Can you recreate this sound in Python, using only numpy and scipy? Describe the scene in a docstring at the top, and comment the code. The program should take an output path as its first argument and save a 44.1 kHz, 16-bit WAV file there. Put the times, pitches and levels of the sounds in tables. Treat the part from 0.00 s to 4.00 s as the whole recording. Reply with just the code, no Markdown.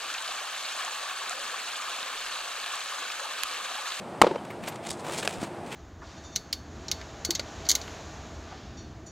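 """Meltwater racing down a roadside gutter and fanning out over an obstacle, heard from close by
through two closely spaced microphone ports. Countless far bubbles blur into a steady rush; nearer
ones ring as small pings, gurgles and single glugs, under a spatter of falling spray. Small splashes
break out here and there, near drops tick on the water, and one lands right beside the right-hand port.
A faint rumble lies underneath."""
import sys
import numpy as np
from scipy import signal
from scipy.fft import rfft, irfft, next_fast_len
from scipy.io import wavfile
from scipy.ndimage import uniform_filter1d, map_coordinates

SR = 44100
rng = np.random.default_rng(int(sys.argv[2]) if len(sys.argv) > 2 else 0)


def file_out(sig):
    """Save sig as 16-bit WAV at sys.argv[1]."""
    # one column per channel
    cols = np.atleast_2d(sig).T
    # limit, then scale
    lim = np.clip(cols, -1, 1)
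    pcm = np.round(lim * 32767).astype(np.int16)
    wavfile.write(sys.argv[1], SR, pcm)


N = 176400

# colour shared by the rush and the swarms of bubbles and spray: (frequency [Hz], level [dB])
WATER_COLOUR = [(25, -24.5), (70, -36.5), (130, -24), (185, -22), (225, -19.5), (280, -17.5), (330, -17),
                (400, -14.5), (530, -6.5), (720, -3), (940, -5.5), (1080, 1.7), (1240, 2.5), (1400, -1.9),
                (1720, 0), (1970, -9.5), (2250, -4), (2800, -4.5), (3400, -6), (4200, -6), (5300, -13),
                (6600, -10), (8500, -14), (10800, -17), (12500, -22.5), (14000, -27.5), (15700, -28.5)]
# the rush's own colour on top of that: (frequency [Hz], level [dB])
RUSH_COLOUR = [(30, 1.5), (150, -4.5), (400, -4.5), (1200, -5.5), (3000, -1), (7000, -2.5), (15000, -1.5)]
# how alike the rush is on left and right: (frequency [Hz], correlation [0-1])
RUSH_LIKENESS = [(40, 0.3), (150, .05), (260, 0.27), (380, 0.11), (560, 0.91), (1300, .91), (2600, 0.87),
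                 (4000, 0.83), (5500, 0.63), (10500, 0.88), (13500, 0.22), (15500, 0.4)]
# swells of the bubbling mids: (time [s], level [dB])
CHURN_SWELLS = [(0.0, -1), (0.47, 1.4), (0.6, -5.5), (0.75, 0), (0.79, 2.8), (0.9, 2.2), (0.95, -1),
                (1.26, 3), (1.32, -1), (1.4, -1), (1.54, 1.5), (1.62, -2.1), (1.87, 1.5), (1.96, -3),
                (2.07, 2.5), (2.22, -5), (2.35, 1.1), (2.56, -1), (2.75, 2), (2.86, -5), (2.92, 3),
                (3.13, -2), (3.25, 2), (3.33, -1.2), (3.6, -0.7), (3.85, 3), (3.99, -9)]
# swells of the splashing treble: (time [s], level [dB])
SPRAY_SWELLS = [(0.0, -0.7), (0.18, 0.5), (0.49, 0.35), (0.96, 1.3), (1.03, -0.1), (1.48, 0.5), (1.51, -1),
                (1.59, 1), (2.0, 0), (2.32, 0.4), (2.43, 0), (2.66, 1), (2.87, 0.1), (3.42, -0.2),
                (3.77, 0.4), (3.84, 0), (3.92, 3.5), (3.99, 2)]
# swells of the low gurgle: (time [s], level [dB])
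GURGLE_SWELLS = [(0, 4), (.08, 0), (.3, -3), (.78, -7), (.89, 3.5), (1.05, -2), (1.41, 2.5), (1.66, -2),
                 (1.92, -1), (2.02, 6), (2.2, 0.5), (2.87, -5), (3.02, 4), (3.33, -3), (3.54, 3.5),
                 (3.9, -1.5), (4, 1)]
# big single bubbles: (time [s], relative level [dB], starting pitch [Hz])
BIG_BUBBLES = [(.057, -23.5, 745), (.287, -19.5, 700), (.79, -15.5, 1060), (.842, -19, 700),
               (.877, -20, 846), (.88, -19, 1150), (1.052, -25.5, 700), (1.308, -20, 700),
               (1.325, -25, 774), (1.329, -13, 1510), (1.388, -24.5, 550), (1.41, -34, 472),
               (1.541, -14, 1080), (1.799, -14, 1205), (1.881, -14.5, 1190), (1.963, -26, 710),
               (2.735, -18, 1090), (2.921, -15, 1096), (3.053, -14, 1430), (3.213, -22.5, 544),
               (3.252, -18, 866), (3.455, -16, 1220), (3.469, -17, 1230), (3.713, -25, 700),
               (3.785, -17, 833), (3.843, -17.5, 1220)]
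# lumps of water breaking up: (time [s], relative peak [dB], centre pitch [Hz])
SMALL_SPLASHES = [(.1, -24, 3600), (.14, -24, 3400), (.148, -21.5, 2700), (.181, -21, 3650),
                  (.244, -25.5, 3500), (.277, -20, 3350), (.307, -25, 3100), (.372, -27, 2900),
                  (.562, -24, 2700), (.66, -24, 3700), (.69, -25, 3920), (0.907, -26, 3100),
                  (1.461, -22, 2700), (1.598, -28, 2700), (1.682, -24, 3400), (1.758, -24, 4000),
                  (2.335, -24, 3600), (2.638, -21.5, 3200), (2.661, -23.5, 3620), (3.375, -27, 2900),
                  (3.543, -21.5, 3000), (3.645, -25.5, 3000), (3.903, -23, 3600), (3.969, -24, 4200)]
# drops near the microphone: (time [s], level [dB], starting pitch [Hz], ring length [cycles])
NEAR_DROPS = [(.14, -15, 6840, 8.4), (.224, -18.5, 7500, 11), (.579, -20, 7000, 12), (.652, -27, 4350, 94),
              (0.85, -17, 6500, 16), (1.296, -10.5, 7240, 10.4), (1.395, -19, 8500, 10),
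              (1.766, -20, 6500, 11), (2.0297, -14.5, 3780, 10.3), (2.325, -27, 4300, 70),
              (2.757, -14, 8000, 7.8), (3.102, -23, 2500, 28), (3.527, -23, 3000, 18),
              (3.538, -18.5, 5000, 8.9), (3.921, -15, 3660, 13)]
# modes of the microphone casing: (frequency [Hz], relative level [dB], time to fall 60 dB [s])
CASING_MODES = [(1200, -8, .011), (1620, -8, .010), (2500, -4, .005), (3150, -6.5, .005), (3950, -4, .005),
                (4950, -9, .004), (7000, -5.5, .004), (9000, -6, .004), (10700, -7, .004),
                (12000, -7, .004)]
# colour of the snap beside the port: (frequency [Hz], level [dB])
CRACK_COLOUR = [(500, -6), (1200, 0), (4500, -1), (5700, -10), (7000, -3), (11500, -4), (13500, -12)]
# swells of the background rumble: (time [s], level [dB])
RUMBLE_SWELLS = [(0, -72), (.14, -73), (.3, -91), (1.8, -83), (2.35, -66.5), (2.9, -83), (3.41, -77),
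                 (3.45, -59), (3.5, -76), (4, -77)]
# how the two ports differ: (frequency [Hz], left minus right [dB], left lead [rad])
PORT_SHADING = [(100, -1, 0), (260, 2, 0), (380, .8, -.6), (550, 1.8, .1), (780, 1.2, 0), (930, -.7, .2),
                (1150, 2.7, .35), (1400, .7, .3), (1700, 2, .3), (1980, .1, .3), (2300, 1, .2),
                (2800, -1.5, .4), (3400, .5, .6), (4500, -3.2, 1.2), (5300, 1.8, 2), (5800, 5, 1.4),
                (7500, 1.7, 1.3), (8700, -3.6, 1.8), (10300, -.7, 2.8), (12200, 3.2, 3), (15700, .6, 3.2)]

RUSH_DB, BUBBLE_DB, GURGLE_DB, PLINK_DB, SPRAY_DB = -38, -42.5, -56.5, -46, -44.5  # before the swells
HOLLOW_HZ, HOLLOW_WIDTH_HZ, HOLLOW_SWAY = 1200, 280, 0.21  # the bubbles' weight sways about this centre
TOP_HZ = 15900


def stream():
    """Churning drives the bubbles and sways their size; spray lands in spurts and leaves rising plinks."""
    churn_db, gurgle_db = curve(CHURN_SWELLS), curve(GURGLE_SWELLS)
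    spurt_db = curve(SPRAY_SWELLS) + wobble(per_s=60) + 0.23 * wobble(per_s=25.38)
    bed = rush(patchy_db=1.5)
    bubbles = swarm(per_s=1300, low_hz=700, high_hz=2022, cycles=18.5, rise=0.078,
                    onset_cycles=0.71, spread_db=2.5, width_s=9e-5)
    tilted = filtered(bubbles, lambda hz: np.tanh((hz - HOLLOW_HZ) / HOLLOW_WIDTH_HZ))
    bubbles = unit(bubbles + HOLLOW_SWAY * wobble(per_s=12) * tilted)
    gurgles = swarm(per_s=220, low_hz=219, high_hz=568, cycles=26.7, rise=0.17,
                    onset_cycles=0.76, spread_db=2.5, width_s=5.9e-4)
    plinks = swarm(per_s=520, low_hz=1811, high_hz=8000, cycles=63, rise=0.097,
                   onset_cycles=0.92, spread_db=2.0, width_s=3.5e-5)
    spray = swarm(per_s=1800, low_hz=2590, high_hz=13800, cycles=10, rise=0.044,
                  onset_cycles=0.72, spread_db=2.5, width_s=1.8e-5)
    return (bed * amp(RUSH_DB + 0.41 * spurt_db)
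            + bubbles * amp(BUBBLE_DB + churn_db + 0.73 * spurt_db)
            + gurgles * amp(GURGLE_DB + gurgle_db)
            + plinks * amp(PLINK_DB + spurt_db)
            + spray * amp(SPRAY_DB + 1.5 * spurt_db))


def rush(patchy_db):
    """The blur of countless bubbles far from the microphone: noise with drifting patches of gain."""
    def mid_side_gains(hz):
        angle = np.arccos(np.clip(along(RUSH_LIKENESS, hz), 0, 1)) / 2
        colour = amp(along(WATER_COLOUR, hz) + along(RUSH_COLOUR, hz))
        return colour * [np.cos(angle), np.sin(angle)]

    spectra = signal.stft(rng.standard_normal((2, N)), nperseg=256)[2]
    patches = uniform_filter1d(rng.standard_normal(spectra.shape[1:]), size=6, axis=0)  # across pitch
    patches = uniform_filter1d(patches, size=9, axis=1)  # across time
    noise = signal.istft(spectra * amp(patchy_db * unit(patches)), nperseg=256)[1][:, :N]
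    mid, side = filtered(noise, mid_side_gains)
    return unit(np.array([mid + side, mid - side]))


def swarm(per_s, low_hz, high_hz, cycles, rise, onset_cycles, spread_db, width_s):
    """Bubbles or droplets of all sizes ping at random, reaching the ports up to width_s apart; rms 1."""
    when, pitch, size, bearing = rng.random((int(per_s * N / SR), 4)).T
    start_s = when * N / SR
    hz = low_hz * (high_hz / low_hz) ** pitch
    strength = np.minimum(-np.log(1 - size), np.log(100))  # many weak, a few strong
    db = spread_db * strength + 20 * np.log10(hz / low_hz)
    lag_s = width_s * (2 * bearing - 1)
    octave = np.floor(np.log2(hz / low_hz))
    groups = [octave == k for k in np.unique(octave)]  # pings of similar length go together
    sound = sum(pings(start_s[g], db[g], hz[g], cycles, rise, onset_cycles, lag_s[g]) for g in groups)
    return unit(coloured(sound, WATER_COLOUR))


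def pings(start_s, db, hz, cycles, rise, onset_cycles, lag_s=0):
    """Bubbles ring as damped sines: over `cycles` they fall 60 dB and go sharp by the fraction `rise`."""
    start_s, db, hz = np.atleast_1d(start_s, db, hz)
    t = np.arange(int(cycles / hz.min() * SR) + 1) / SR
    turns = hz[:, None] * t
    envelope = amp(db[:, None] - 60 * turns / cycles) * (1 - np.exp(-turns / onset_cycles))
    phase = 2 * np.pi * turns * (1 + rise * np.minimum(turns / cycles, 2) / 2)
    samples = (start_s[:, None] * SR).astype(int) + np.arange(len(t))
    lead = (np.pi * hz * lag_s)[:, None]  # half the lag goes to each port
    rings = [envelope * np.sin(phase + side * lead) for side in (1, -1)]
    return np.array([np.bincount(samples.ravel(), ring.ravel(), N)[:N] for ring in rings])


def glugs(gain_db=-4):
    """Big bubbles ring and rise in pitch as they near the surface."""
    start_s, db, hz = np.transpose(BIG_BUBBLES)
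    return pings(start_s, db + gain_db, hz, cycles=26.2, rise=0.1, onset_cycles=3.6)


def splashes(droplets=8, scatter_s=0.006, scatter_octaves=0.5, gain_db=-4):
    """A lump of water breaks into a quick cluster of droplets scattered around one pitch."""
    sound = np.zeros((2, N))
    for start_s, db, centre_hz in SMALL_SPLASHES:
        delay, pitch = rng.random((droplets, 2)).T
        hz = centre_hz * 2 ** (scatter_octaves * (2 * pitch - 1))
        landing_s = start_s + scatter_s * delay
        cluster = pings(landing_s, np.zeros(droplets), hz, cycles=9, rise=0.05, onset_cycles=0.83)
        sound += amp(db + gain_db) * cluster / np.abs(cluster).max()
    return sound


def drops():
    """Drops slap the water near the microphone with a short tick; some trap a bubble that rings on."""
    return sum(pings(start_s, db, hz, cycles, rise=0.081, onset_cycles=0.25)
               for start_s, db, hz, cycles in NEAR_DROPS)


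def casing_tap(start_s=3.4345, left_gain_db=-20, right_gain_db=-9.3, attack_s=0.00015):
    """A dry snap right beside the right-hand port, likely a drop bursting on the casing."""
    t = np.maximum(np.arange(N) / SR - start_s, 0)
    ring = sum((-1) ** k * amp(db - 60 * t / t60) * np.sin(2 * np.pi * hz * t)
               for k, (hz, db, t60) in enumerate(CASING_MODES))
    hiss = filtered(rng.standard_normal((2, N)), lambda hz: amp(along(CRACK_COLOUR, hz)))
    crack = amp(-4 - 60 * t / 0.012) * hiss  # falls 60 dB in 12 ms
    attack = 1 - np.exp(-t / attack_s)
    band = signal.butter(4, [650, 12600], "bandpass", fs=SR, output="sos")
    snap = signal.sosfilt(band, (ring + crack) * attack)
    return amp([[left_gain_db], [right_gain_db]]) * snap


def rumble(corner_hz=40):
    """A faint low background, alike at both ports, that swells at the start, midway and at the tap."""
    low_noise = filtered(rng.standard_normal(N), lambda hz: 1 / (1 + (hz / corner_hz) ** 2))
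    return amp(curve(RUMBLE_SWELLS)) * unit(low_noise)


def ports(x):
    """The microphone casing shades and delays the sound differently at each port."""
    table, sides = np.array(PORT_SHADING), np.array([[0.5], [-0.5]])

    def response(hz):
        gain = amp(sides * along(table[:, [0, 1]], hz))
        phase = sides * along(table[:, [0, 2]], hz)
        return gain / np.sqrt(np.mean(gain ** 2, axis=0)) * np.exp(1j * phase)

    return filtered(x, response)


def amp(db):
    """Decibels to gain."""
    return 10 ** (np.asarray(db) / 20)


def unit(x):
    """x scaled to rms 1."""
    return x / np.sqrt(np.mean(x ** 2) + 1e-20)


def along(points, hz):
    """(frequency [Hz], value) points read at hz on a log axis."""
    point_hz, values = np.transpose(points)
    return np.interp(np.log(hz + 1), np.log(point_hz + 1), values)


def curve(points):
    """(time [s], level [dB]) points joined into one level per sample."""
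    times, levels = np.transpose(points)
    return np.interp(np.arange(N) / SR, times, levels)


def wobble(per_s):
    """A smooth random curve with per_s knots a second."""
    knots = rng.standard_normal(int(N * per_s / SR) + 4)
    return map_coordinates(knots, [np.arange(N) * per_s / SR])


def filtered(x, response):
    """x with its spectrum multiplied by response(hz)."""
    size = next_fast_len(N + SR // 2)
    hz = np.fft.rfftfreq(size, 1 / SR)
    return irfft(rfft(x, size) * response(hz), size)[..., :N]


def coloured(x, points, size=4096):
    """Stereo x through a causal filter shaped by (frequency [Hz], level [dB]) points."""
    gain = amp(along(points, np.fft.rfftfreq(size, 1 / SR)))
    cepstrum = irfft(np.log(gain))
    cepstrum[1:size // 2] *= 2  # fold to minimum phase, so nothing rings ahead of a ping
    cepstrum[size // 2 + 1:] = 0
    impulse = irfft(np.exp(rfft(cepstrum)))
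    return signal.fftconvolve(x, impulse[None], axes=1)[:, :N]


def scene():
    """The gutter water at the two ports, the stray drop beside the right one and the rumble behind."""
    water = stream() + glugs() + splashes() + drops()
    return ports(water) + casing_tap() + rumble()


def record(dry):
    """The recorder keeps nothing above its band limit."""
    return filtered(dry, lambda hz: hz < TOP_HZ)


dry = scene()
out = record(dry)
file_out(out)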